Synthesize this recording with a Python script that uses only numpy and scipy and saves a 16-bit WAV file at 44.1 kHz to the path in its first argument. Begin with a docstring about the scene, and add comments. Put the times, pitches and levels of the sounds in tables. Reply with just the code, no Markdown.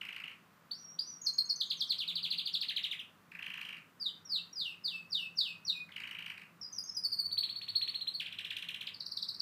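"""A caged canary sings on a tiled floor a couple of metres from a phone, in a small hard-walled room.
Each note is a gliding whistle with faint overtones; the fast rattles repeat one steep falling glide.
Floor, cage, furniture and walls return a few single echoes, and filtered noise makes the dense tail.
Behind it lie soft room air in flickering noise bands, and a deep rumble and low hum of narrow-band noise."""
import sys
import numpy as np
from scipy import signal
from scipy.fft import rfft, irfft, next_fast_len
from scipy.io import wavfile
from scipy.ndimage import uniform_filter1d

SR = 44100
rng = np.random.default_rng(int(sys.argv[2]) if len(sys.argv) > 2 else 0)


def digitize_waveform(pressure):
    """Quantize a signal to 16-bit integers and store it at the path in sys.argv[1].

    Rows of a 2-D input are taken as channels; values are limited to [-1, 1].
    """
    field = np.atleast_2d(pressure).T
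    bounded = np.clip(field, -1, 1)
    quanta = np.round(bounded * 32767).astype(np.int16)
    wavfile.write(sys.argv[1], SR, quanta)


N = 414981

# Room air, relative density: (frequency [Hz], level [dB per Hz])
AIR_SPECTRUM = [(18, -64), (30, -22.5), (66, -19.5), (177, 1.5), (256, -5), (315, -9), (1080, -14),
                (1190, -0.5), (1330, -6.5), (1470, -10.5), (2760, -19.5), (4300, -24), (5580, -26.5),
                (11300, -30.5), (15500, -24.5)]
# Low rumble of the house: (time [s], level near 100 Hz [dB], level near 170 Hz [dB])
HOUSE_RUMBLE = [(0, -84, -74), (1.75, -82.5, -76), (2.1, -78, -65), (2.6, -81, -71.5), (4.4, -80, -73),
                (4.8, -76.5, -65.5), (6.2, -76, -71), (7.4, -70.5, -80), (8.1, -72.5, -71.5),
                (9.41, -74.5, -76)]
# Note levels in the tables below are those at the bird, before flutter and room.
# Rattle strokes: (time [s], reference level [dB], reference pitch [Hz])
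RATTLE_STROKES = [(0.0127, -32.4, 2827), (0.05, -37, 2595), (0.087, -34, 2860), (0.1267, -37, 2864),
                  (0.1611, -32.5, 2858), (0.2, -39, 2596), (0.2382, -34.5, 2850), (0.2776, -37.5, 2850),
                  (0.3126, -41.5, 2844), (3.317, -43, 2520), (3.35, -39, 2483), (3.3904, -36.5, 2636),
                  (3.425, -33.5, 2853), (3.4627, -33, 2850), (3.5005, -32.5, 2864), (3.5376, -35.5, 2860),
                  (3.5744, -30, 2837), (3.6114, -32, 2834), (3.6507, -34.5, 2858), (3.688, -34, 2840),
                  (3.727, -34, 2817), (3.7664, -40.5, 2594), (5.889, -49, 2087), (5.9198, -39, 3195),
                  (5.9616, -32, 2870), (6, -35, 2576), (6.036, -36, 2840), (6.072, -34, 2830),
                  (6.1107, -33.5, 2823), (6.1491, -34, 2824), (6.187, -32.5, 2794), (6.223, -37, 2826),
                  (6.261, -35, 2840), (6.2988, -34.5, 2847), (6.3376, -43, 2520), (6.376, -41, 2605),
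                  (6.416, -40.5, 2620)]
# Shape of one stroke: (time from the stroke [s], multiple of its pitch [ratio], level against it [dB])
STROKE_SHAPE = [(-.0022, 1.45, -22.5), (-.0006, 1.16, -14), (.001, 1.06, -4.5), (.0029, .99, -1),
                (.005, .76, -5), (.0075, .52, -18.5), (0.0106, .32, -21)]
# Upward flicks: (time [s], pitch [Hz], peak level [dB])
FLICK_NOTES = [(0.7093, 4580, -29.5), (.987, 4800, -25.5)]
# Shape of a flick: (time after the start [s], multiple of its pitch [ratio], level against the peak [dB])
FLICK_SHAPE = [(0, 0.63, -26.5), (.004, 0.91, -7.5), (.008, .995, 0), (0.014, 1.005, -11),
               (.028, 1.03, -18)]
# Long soft arched whistles, one list each: (time [s], pitch [Hz], level [dB])
ARCH_NOTES = [
    [(0.74, 4810, -51), (.762, 5450, -54.5), (.8, 5830, -53), (.84, 5666, -51.5), (.892, 5580, -47),
     (.923, 5730, -49), (.953, 5720, -68)],
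    [(1.0225, 5340, -54), (1.0515, 5770, -53), (1.0805, 5990, -48.5), (1.1385, 5700, -44),
     (1.1675, 5560, -62)],
]
# Short high pips: (time [s], length [s], from [Hz], to [Hz], start level [dB], end level [dB])
PIP_NOTES = [(1.216, 0.012, 6770, 6420, -40, -46), (1.246, 0.013, 6120, 6190, -42, -38.5),
             (1.335, .012, 6700, 6460, -47, -48), (1.454, .015, 6540, 6280, -44, -59),
             (1.56, 0.011, 6290, 5930, -36, -46), (1.661, .015, 6770, 6360, -56, -55),
             (1.769, .0235, 6500, 5760, -48.5, -54), (1.872, 0.018, 6190, 5200, -56, -51),
             (4.2515, 0.066, 5700, 5100, -51.5, -51), (4.53, 0.016, 5750, 5450, -42.5, -55),
             (5.098, 0.013, 5870, 5470, -67, -39), (5.357, 0.015, 6010, 5540, -64, -45),
             (6.6145, .012, 5600, 5330, -36.5, -53), (6.727, .014, 6350, 5830, -35.5, -43.5),
             (6.747, 0.038, 5780, 5460, -41.5, -42), (6.8395, 0.0096, 6430, 6300, -36.5, -47.5),
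             (6.875, 0.014, 5650, 5440, -39, -40.5), (6.892, 0.0087, 5140, 5200, -38, -33),
             (6.947, 0.015, 6030, 5420, -45.5, -38.5)]
# Dips that fall and flatten: (time [s], length [s], from [Hz], to [Hz], peak level [dB],
# start against peak [dB], end against peak [dB], overtones [dB], place of the peak [share of length])
DIP_NOTES = [(1.256, 0.028, 6200, 4115, -26, -22, -4, 1.5, 0.54),
             (1.379, 0.019, 5730, 4160, -22, -24, -5, 2.5, .42),
             (1.492, .024, 5680, 4200, -25, -16, -9, 2, .48),
             (6.6295, 0.039, 5050, 4890, -37, -2, -20, -11, 0.47),
             (6.7832, 0.014, 5210, 4855, -26.5, -5, -15, 10, 0.42),
             (6.964, 0.022, 5360, 4910, -27, -19, -11, 11, .4),
             (7.038, .031, 5170, 4450, -30.5, 0, -6, 10, .45),
             (7.118, 0.034, 5030, 4340, -28.5, -2, -8.5, 6.5, 0.455),
             (7.1875, .027, 4810, 4353, -26, -5, -5, 6, .55),
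             (7.254, 0.016, 4700, 4420, -26, -6, -4, 5, 0.43),
             (8.1403, 0.021, 4640, 4174, -31.5, -4.5, -18, 0.5, .6)]
# Falling sweeps with a final plunge: (time [s], length to the knee [s], from [Hz], knee [Hz],
# bend [exponent: under 1 hurries late, over 1 early], level [dB], plunge [s], end [Hz], plunge level [dB])
SWEEP_NOTES = [(1.601, .0167, 5150, 3490, 0.98, -25, 0.0035, 3030, -4.5),
               (1.7, .0193, 5100, 3050, 1, -26, 0.0025, 2100, -5),
               (1.7902, 0.026, 5800, 3790, 0.67, -26, 0.011, 3190, 1),
               (1.8897, 0.039, 5240, 3090, 1, -27, 0.0029, 1900, -3.5),
               (1.983, 0.034, 5910, 3140, 2.34, -28.5, 0.024, 2160, -9),
               (2.0768, 0.027, 4960, 3240, 2.4, -28.5, 0.012, 2030, -11),
               (2.154, 0.033, 5060, 2900, 1.56, -30.5, 0.008, 2200, -10),
               (2.2285, 0.033, 4870, 2730, 0.97, -27.5, 0.0038, 2040, -5),
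               (2.304, 0.031, 4940, 2704, 1.05, -26.5, 0.0026, 1990, -3),
               (2.3772, 0.023, 4910, 2930, 0.79, -26.5, 0.0022, 2300, 0),
               (2.456, .0262, 4900, 2870, 0.9, -27.5, 0.0019, 2180, -1.5),
               (2.5298, 0.027, 5740, 3270, 1.2, -26, 0.0026, 2400, -6),
               (2.6073, 0.025, 5570, 2695, 1.26, -27.5, 0.0062, 1700, -3),
               (2.6824, 0.024, 5100, 2466, 1.28, -28.5, 0.0057, 1643, 5),
               (2.7612, 0.017, 5170, 2760, 1.8, -27, .0095, 1660, -2.5),
               (2.8314, 0.022, 5470, 2626, 1.47, -27.5, 0.0062, 1690, -1.5),
               (2.9103, 0.021, 4530, 2330, 1.77, -31.5, 0.0068, 1590, -3),
               (2.9912, 0.0083, 4100, 2920, 1.63, -34, 0.0083, 2450, -2)]
# Throat resonance in the sweeps: (pitch [Hz], level [dB])
SWEEP_THROAT = [(1600, -21), (2200, -15.5), (2800, -9.5), (3400, -3), (3750, -3.5), (4150, -1),
                (4600, -4.5), (5000, -14), (5700, -24.5), (6400, -14)]
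# Slow glides that sink to a low tone, one list each: (time [s], pitch [Hz], effort [dB])
GLIDE_NOTES = [
    [(3.998, 5300, -41), (4.012, 4810, -23.5), (4.024, 4630, -33), (4.0369, 4460, -42),
     (4.0684, 3660, -29.5), (4.1, 2920, -33.5)],
    [(4.295, 5090, -34), (4.344, 4220, -28.5), (4.36, 3750, -27.5), (4.3906, 2665, -35.5),
     (4.406, 2720, -45), (4.4215, 2657, -62)],
    [(4.557, 5120, -31.5), (4.5885, 4690, -32.5), (4.62, 3624, -31), (4.667, 2810, -27),
     (4.6985, 2690, -36.5), (4.73, 2500, -42)],
    [(4.8375, 5300, -40), (4.853, 4650, -27), (4.884, 3680, -33.5), (4.931, 2668, -31.5),
     (4.962, 2632, -31.5), (5.0245, 2510, -54)],
    [(5.118, 5090, -32), (5.1486, 3870, -30), (5.179, 3060, -28.5), (5.21, 2725, -27.5),
     (5.24, 2608, -34.5), (5.271, 2604, -42)],
    [(5.373, 5370, -22), (5.389, 4630, -25.5), (5.42, 3530, -28), (5.436, 3506, -30), (5.468, 2800, -26.5),
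     (5.4836, 2600, -27.5), (5.531, 2483, -42)],
    [(5.6515, 5720, -17), (5.668, 5020, -38), (5.7, 3800, -25), (5.713, 3520, -35), (5.722, 2950, -42),
     (5.7333, 2610, -39), (5.75, 2500, -36), (5.785, 2463, -33.5), (5.8315, 2490, -58)],
]
# Throat resonance in the glides: (pitch [Hz], level [dB])
GLIDE_THROAT = [(2650, -9), (2950, -11), (3350, -15), (3680, 1.5), (4150, -5.5), (4650, -0.5),
                (5100, -12.5), (5700, -18.5)]
# Rising hooks: (time [s], held pitch [Hz], level [dB], rise against it [dB], end against it [dB])
HOOK_NOTES = [(7.3085, 4490, -29, -31, 5), (7.371, 4373, -25.5, -23.5, 1), (7.4304, 4330, -27, -16, -11),
              (7.489, 4410, -35.5, -8, -1), (7.5512, 4430, -33.5, -18, -2.5), (7.6134, 4350, -42, 2, 2),
              (7.6795, 4440, -33, -10, -.6), (7.747, 4350, -25.5, -21.5, -1), (7.812, 4250, -29, -11, -6.5),
              (7.876, 4420, -33.5, -2.5, -2), (7.94, 4275, -32.5, -9.5, -1.5),
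              (8.0052, 4210, -29.5, -21.5, -7), (8.068, 4195, -28.5, -18.5, -5.5)]
# Shape of a hook: (time after the start [s], multiple of the held pitch [ratio], level [dB],
# weight of the rise level [share], weight of the end level [share])
HOOK_SHAPE = [(0, .415, -7, .98, 0), (.003, .66, 0, .98, 0), (.0075, .905, 1, .25, 0),
              (.0115, .98, -2, 0, 0), (.025, 1.015, 0, 0, 1)]
# Low drops: (time [s], length [s], from [Hz], level [dB])
DROP_NOTES = [(8.1985, 0.022, 4070, -30), (8.26, 0.02, 4150, -32.5), (8.3242, .016, 4170, -33.5),
              (8.3866, 0.014, 4150, -31), (8.4467, 0.017, 4200, -30.5), (8.505, 0.015, 4290, -28),
              (8.566, 0.014, 4185, -30.5), (8.6238, 0.013, 4110, -32), (8.6864, .016, 4300, -31.5),
              (8.7438, 0.013, 4000, -30), (8.809, 0.019, 4210, -32.5), (8.8704, 0.014, 4900, -31.5)]
# Throat resonance in the drops: (pitch [Hz], level [dB])
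DROP_THROAT = [(1400, -25.5), (1900, -18), (2400, -10), (2950, -1), (3350, -4), (3750, -1), (4200, -6.5),
               (4900, -7)]
# High falling chirps: (time [s], length [s], from [Hz], to [Hz], bend [exponent], level [dB])
CHIRP_NOTES = [(8.94, .011, 5260, 4200, 1.04, -36.5), (8.9992, 0.013, 6050, 3820, 1.1, -31),
               (9.054, 0.014, 5910, 4010, 0.44, -26.5), (9.111, 0.015, 6040, 4060, 1.1, -30.5),
               (9.1644, 0.015, 5960, 3210, .75, -27), (9.2174, 0.019, 5900, 3280, 0.87, -28),
               (9.281, 0.015, 5900, 3900, 1.18, -28.5), (9.341, 0.0095, 5860, 3920, .6, -30),
               (9.3946, 0.012, 5850, 4220, 0.72, -24.5)]
# Throat resonance in the chirps: (pitch [Hz], level [dB])
CHIRP_THROAT = [(3300, -23), (3900, -2.5), (4250, -.5), (4700, -1.5), (5250, -11.5), (6000, -27.5)]
# Added strength of the overtones: kind of note -> level [dB]
OVERTONES_DB = dict(flick=2.7, arch=-4, pip=6, sweep=2.5, glide=0.4, hook=2, drop=4.5, chirp=3)
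# How windpipe and beak pass the overtones: (frequency [Hz], level [dB])
BEAK_RESPONSE = [(2000, 18), (4500, 13), (6500, -4), (9000, -2), (11000, -8), (13500, -2.5), (16000, -16)]
# First returns from floor, cage, furniture and walls: (delay [s], level against the direct sound [dB])
FIRST_ECHOES = [(.0013, -6), (.0045, -11), (.0066, -16), (.009, -17.5), (0.0102, -11.5), (0.016, -9),
                (0.017, -8.5), (0.0175, -17), (.0245, -13)]
# Dense tail by band: (frequency [Hz], time to fall 60 dB [s], energy against the direct sound [dB])
TAIL_BANDS = [(1530, 0.38, -3.5), (2730, 0.32, -8), (3500, 0.21, -9), (4500, 0.32, -9), (6100, 0.37, -14),
              (9000, 0.22, -1), (12700, 0.15, -13.5)]

AIR_DB, AIR_FLICKER_DB = -66.5, 0.46  # level above 300 Hz, spread of each band's flicker
SOURCE_OVERTONES_DB = (-31, -29.5, -27.5, -29)  # second to fifth, before beak and kind of note
EDGE_S = 0.003  # half the fade at each end of a note
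WAVER, FLUTTER_DB, RASP = 0.0046, 1.5, 0.42  # spread of pitch [share], level, overtones [share]
STROKE_OVERTONES_DB, STROKE_ROUGH, PUFF_DB = 2, 0.14, -28  # roughness [share]; escaping air
DIP_FALLEN = 0.868  # share of the fall done at the loudest moment
# Late in the sweeps the favoured pitches slide down by this share each second
THROAT_SINKS_FROM_S, THROAT_SINKS_PER_S = 2.62, 0.56
DROP_TO_HZ, DROP_BEND = 1397, 1.6
SWAY_S, SWAY_RATE = 0.00008, 2.5  # spread of echo delay, drift steps per second
TAIL_START_S, TAIL_RISE_S = 0.0094, 0.0069
ROOM_GAIN_DB = -1  # on direct sound, echoes and tail together
TOP_HZ = 15500


def undb(db):
    """Decibels to gain."""
    return 10 ** (np.asarray(db) / 20)


def along(hz, table, column=1):
    """Reads a table on a log-frequency axis."""
    table = np.array(table, float)
    return np.interp(np.log(np.maximum(hz, 1)), np.log(table[:, 0]), table[:, column])


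def unit(x):
    """Scales to rms 1."""
    return x / np.sqrt(np.mean(x ** 2))


def walk(rate):
    """Smooth random drift that changes about rate times a second; rms about 1."""
    step = int(SR / rate)
    stairs = np.repeat(rng.standard_normal(N // step + 1), step)
    smooth = uniform_filter1d(uniform_filter1d(stairs, step), step)
    return unit(smooth)[:N]


def band(hz, octaves, size=N):
    """Noise in a bell-shaped band on a log-frequency axis, rms about 1."""
    fast = next_fast_len(size)
    f = np.fft.rfftfreq(fast, 1 / SR) + 1  # keeps the logarithm finite
    bell = np.exp(-(np.log2(f / hz) / octaves) ** 2)
    return unit(irfft(rfft(rng.standard_normal(fast)) * bell, fast)[:size])


def air():
    """Room air as noise bands a third of an octave apart, each flickering alone, over the house rumble."""
    hiss = np.zeros(N)
    for hz in 45 * 2 ** np.arange(0, 8.6, 1 / 3):
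        level_db = along(hz, AIR_SPECTRUM) + AIR_FLICKER_DB * walk(6)
        # the root turns level per Hz into level per band
        hiss += undb(level_db) * np.sqrt(hz) * band(hz, 0.33)
    above_rumble = irfft(rfft(hiss) * (np.fft.rfftfreq(N, 1 / SR) > 300), N)
    return hiss * undb(AIR_DB) / np.std(above_rumble) + house_rumble()


def house_rumble():
    """Deep rumble and low hum: two narrow noise bands whose levels drift slowly."""
    s, deep_db, hum_db = np.transpose(HOUSE_RUMBLE)
    t = np.arange(N) / SR
    deep = undb(np.interp(t, s, deep_db)) * band(104, 0.17)
    hum = undb(np.interp(t, s, hum_db)) * band(170, 0.1)
    return deep + hum


def add_whistle(out, note, waver, flutter, rasp):
    """One note: the membrane swings almost as a sine; windpipe and beak shape its faint overtones."""
    s, hz, db = np.transpose(note)
    s = np.maximum.accumulate(s)
    first = max(int((s[0] - EDGE_S) * SR), 0)
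    last = min(int((s[-1] + EDGE_S) * SR), N)
    i = np.arange(first, last)
    t = i / SR
    pitch = np.interp(t, s, hz) * waver[i]
    phase = 2 * np.pi * np.cumsum(pitch) / SR
    tone = np.sin(phase)
    for k, source_db in enumerate(SOURCE_OVERTONES_DB, start=2):
        gain = rasp[i] * undb(source_db + along(k * pitch, BEAK_RESPONSE))
        tone += gain * (k * pitch < SR / 2) * np.sin(k * phase)
    to_edge = np.minimum(t - s[0] + EDGE_S, s[-1] + EDGE_S - t)
    edge = np.clip(to_edge / (2 * EDGE_S), 0, 1)
    out[i] += tone * flutter[i] * undb(np.interp(t, s, db)) * np.sin(np.pi / 2 * edge) ** 2


def shaped(shape, s, hz, db):
    """Places a note shape at a time, pitch and level."""
    return np.array(shape) * [1, hz, 1] + [s, 0, db]


def rattle(waver, flutter, rasp):
    """Fast strokes of one steep glide; the membrane flaps unevenly and air escapes with each."""
    strokes = np.zeros(N)
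    for s, db, hz in RATTLE_STROKES:
        stroke = shaped(STROKE_SHAPE, s, hz, db)
        add_whistle(strokes, stroke, waver, flutter, rasp * undb(STROKE_OVERTONES_DB))
    breath = band(12300, 0.1) + 0.5 * band(6640, 0.091)
    puff = uniform_filter1d(np.abs(strokes), size=160) * breath
    return strokes * (1 + STROKE_ROUGH * walk(500)) + undb(PUFF_DB) * puff


def flicks():
    """Upward flicks: the pitch leaps, then creeps higher as the note fades."""
    for s, hz, db in FLICK_NOTES:
        yield shaped(FLICK_SHAPE, s, hz, db), OVERTONES_DB["flick"]


def arches():
    """Long soft whistles whose pitch arches along tabled points."""
    for points in ARCH_NOTES:
        yield points, OVERTONES_DB["arch"]


def pips():
    """Short high pips: straight glides in pitch and level."""
    for s, length, a, b, a_db, b_db in PIP_NOTES:
        yield [(s, a, a_db), (s + length, b, b_db)], OVERTONES_DB["pip"]


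def dips():
    """Dips: most of the fall comes before the loudest moment, then the pitch flattens."""
    for s, length, a, b, db, a_db, b_db, over_db, at in DIP_NOTES:
        start = (s, a, db + a_db)
        peak = (s + at * length, a + DIP_FALLEN * (b - a), db)
        end = (s + length, b, db + b_db)
        yield [start, peak, end], over_db


def fall(s, length, from_hz, to_hz, bend, db, throat):
    """A falling note, loudest where its pitch meets the resonance of the throat."""
    share = np.linspace(0, 1, num=12)
    hz = from_hz + (to_hz - from_hz) * share
    return np.transpose([s + length * share ** bend, hz, db + along(hz, throat)])


def sweeps():
    """Falling sweeps that plunge at the end, through a throat resonance that sinks late on."""
    for s, length, a, knee, bend, db, plunge, end, plunge_db in SWEEP_NOTES:
        sunk = THROAT_SINKS_PER_S * max(s - THROAT_SINKS_FROM_S, 0)
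        throat = np.array(SWEEP_THROAT) * [1 - sunk, 1]
        last = (s + length + plunge, end, db + along(end, throat) + plunge_db)
        yield np.vstack([fall(s, length, a, knee, bend, db, throat), last]), OVERTONES_DB["sweep"]


def glides():
    """Slow sinking glides; the throat favours some pitches, so loudness follows pitch and effort."""
    for points in GLIDE_NOTES:
        s, hz, effort_db = np.transpose(points)
        t = np.arange(s[0], s[-1], 0.004)
        pitch = np.interp(t, s, hz)
        level_db = np.interp(t, s, effort_db) + along(pitch, GLIDE_THROAT)
        yield np.transpose([t, pitch, level_db]), OVERTONES_DB["glide"]


def hooks():
    """Hooks: a steep rise into a nearly held pitch."""
    for s, hz, db, rise_db, end_db in HOOK_NOTES:
        points = [(s + at, hz * ratio, db + shape_db + rise * rise_db + end * end_db)
                  for at, ratio, shape_db, rise, end in HOOK_SHAPE]
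        yield points, OVERTONES_DB["hook"]


def drops():
    """Low drops: falls to one low pitch, quick at first."""
    for s, length, hz, db in DROP_NOTES:
        yield fall(s, length, hz, DROP_TO_HZ, DROP_BEND, db, DROP_THROAT), OVERTONES_DB["drop"]


def chirps():
    """High chirps: short falls through the throat resonance."""
    for row in CHIRP_NOTES:
        yield fall(*row, CHIRP_THROAT), OVERTONES_DB["chirp"]


def canary():
    """The whole song; pitch and pressure tremble a little, the overtones rasp."""
    out = np.zeros(N)
    waver = 1 + WAVER * walk(150)
    flutter = undb(FLUTTER_DB * walk(120))
    rasp = 1 + RASP * walk(700)
    for kind in (flicks, arches, pips, dips, sweeps, glides, hooks, drops, chirps):
        for note, over_db in kind():
            add_whistle(out, note, waver, flutter, rasp * undb(over_db))
    return out + rattle(waver, flutter, rasp)


def tail():
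    """A noise-like response that builds up and dies band by band."""
    size = SR // 2
    t = np.maximum(np.arange(size) / SR - TAIL_START_S, 0)
    response = np.zeros(size)
    for hz in 700 * 2 ** np.arange(0, 4.6, 0.5):
        fade = (1 - np.exp(-t / TAIL_RISE_S)) * undb(-60 * t / along(hz, TAIL_BANDS))
        noise = unit(fade * band(hz, 0.43, size))
        # each band carries energy in proportion to its width
        response += undb(along(hz, TAIL_BANDS, column=2)) * noise * np.sqrt(2 * hz / SR / size)
    return response


def room(x):
    """Direct sound, echoes on paths that drift as the head turns, and a tail that changes with the turn."""
    t = np.arange(N) / SR
    out = x.copy()
    for s, db in FIRST_ECHOES:
        out += undb(db) * np.interp(t - s - SWAY_S * walk(SWAY_RATE), t, x, left=0)
    turn = walk(SWAY_RATE)  # blends two separate tails
    for share in (np.cos(turn), np.sin(turn)):
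        out += signal.fftconvolve(share * x, tail())[:N]
    return undb(ROOM_GAIN_DB) * out


def scene():
    """Bird in its room over the air."""
    return (room(canary()) + air())[None]


def record(dry):
    """The phone cuts the top: a steep low-pass."""
    low_pass = signal.ellip(10, 0.2, 60, TOP_HZ, fs=SR, output="sos")
    return signal.sosfilt(low_pass, dry)


dry = scene()
out = record(dry)
digitize_waveform(out)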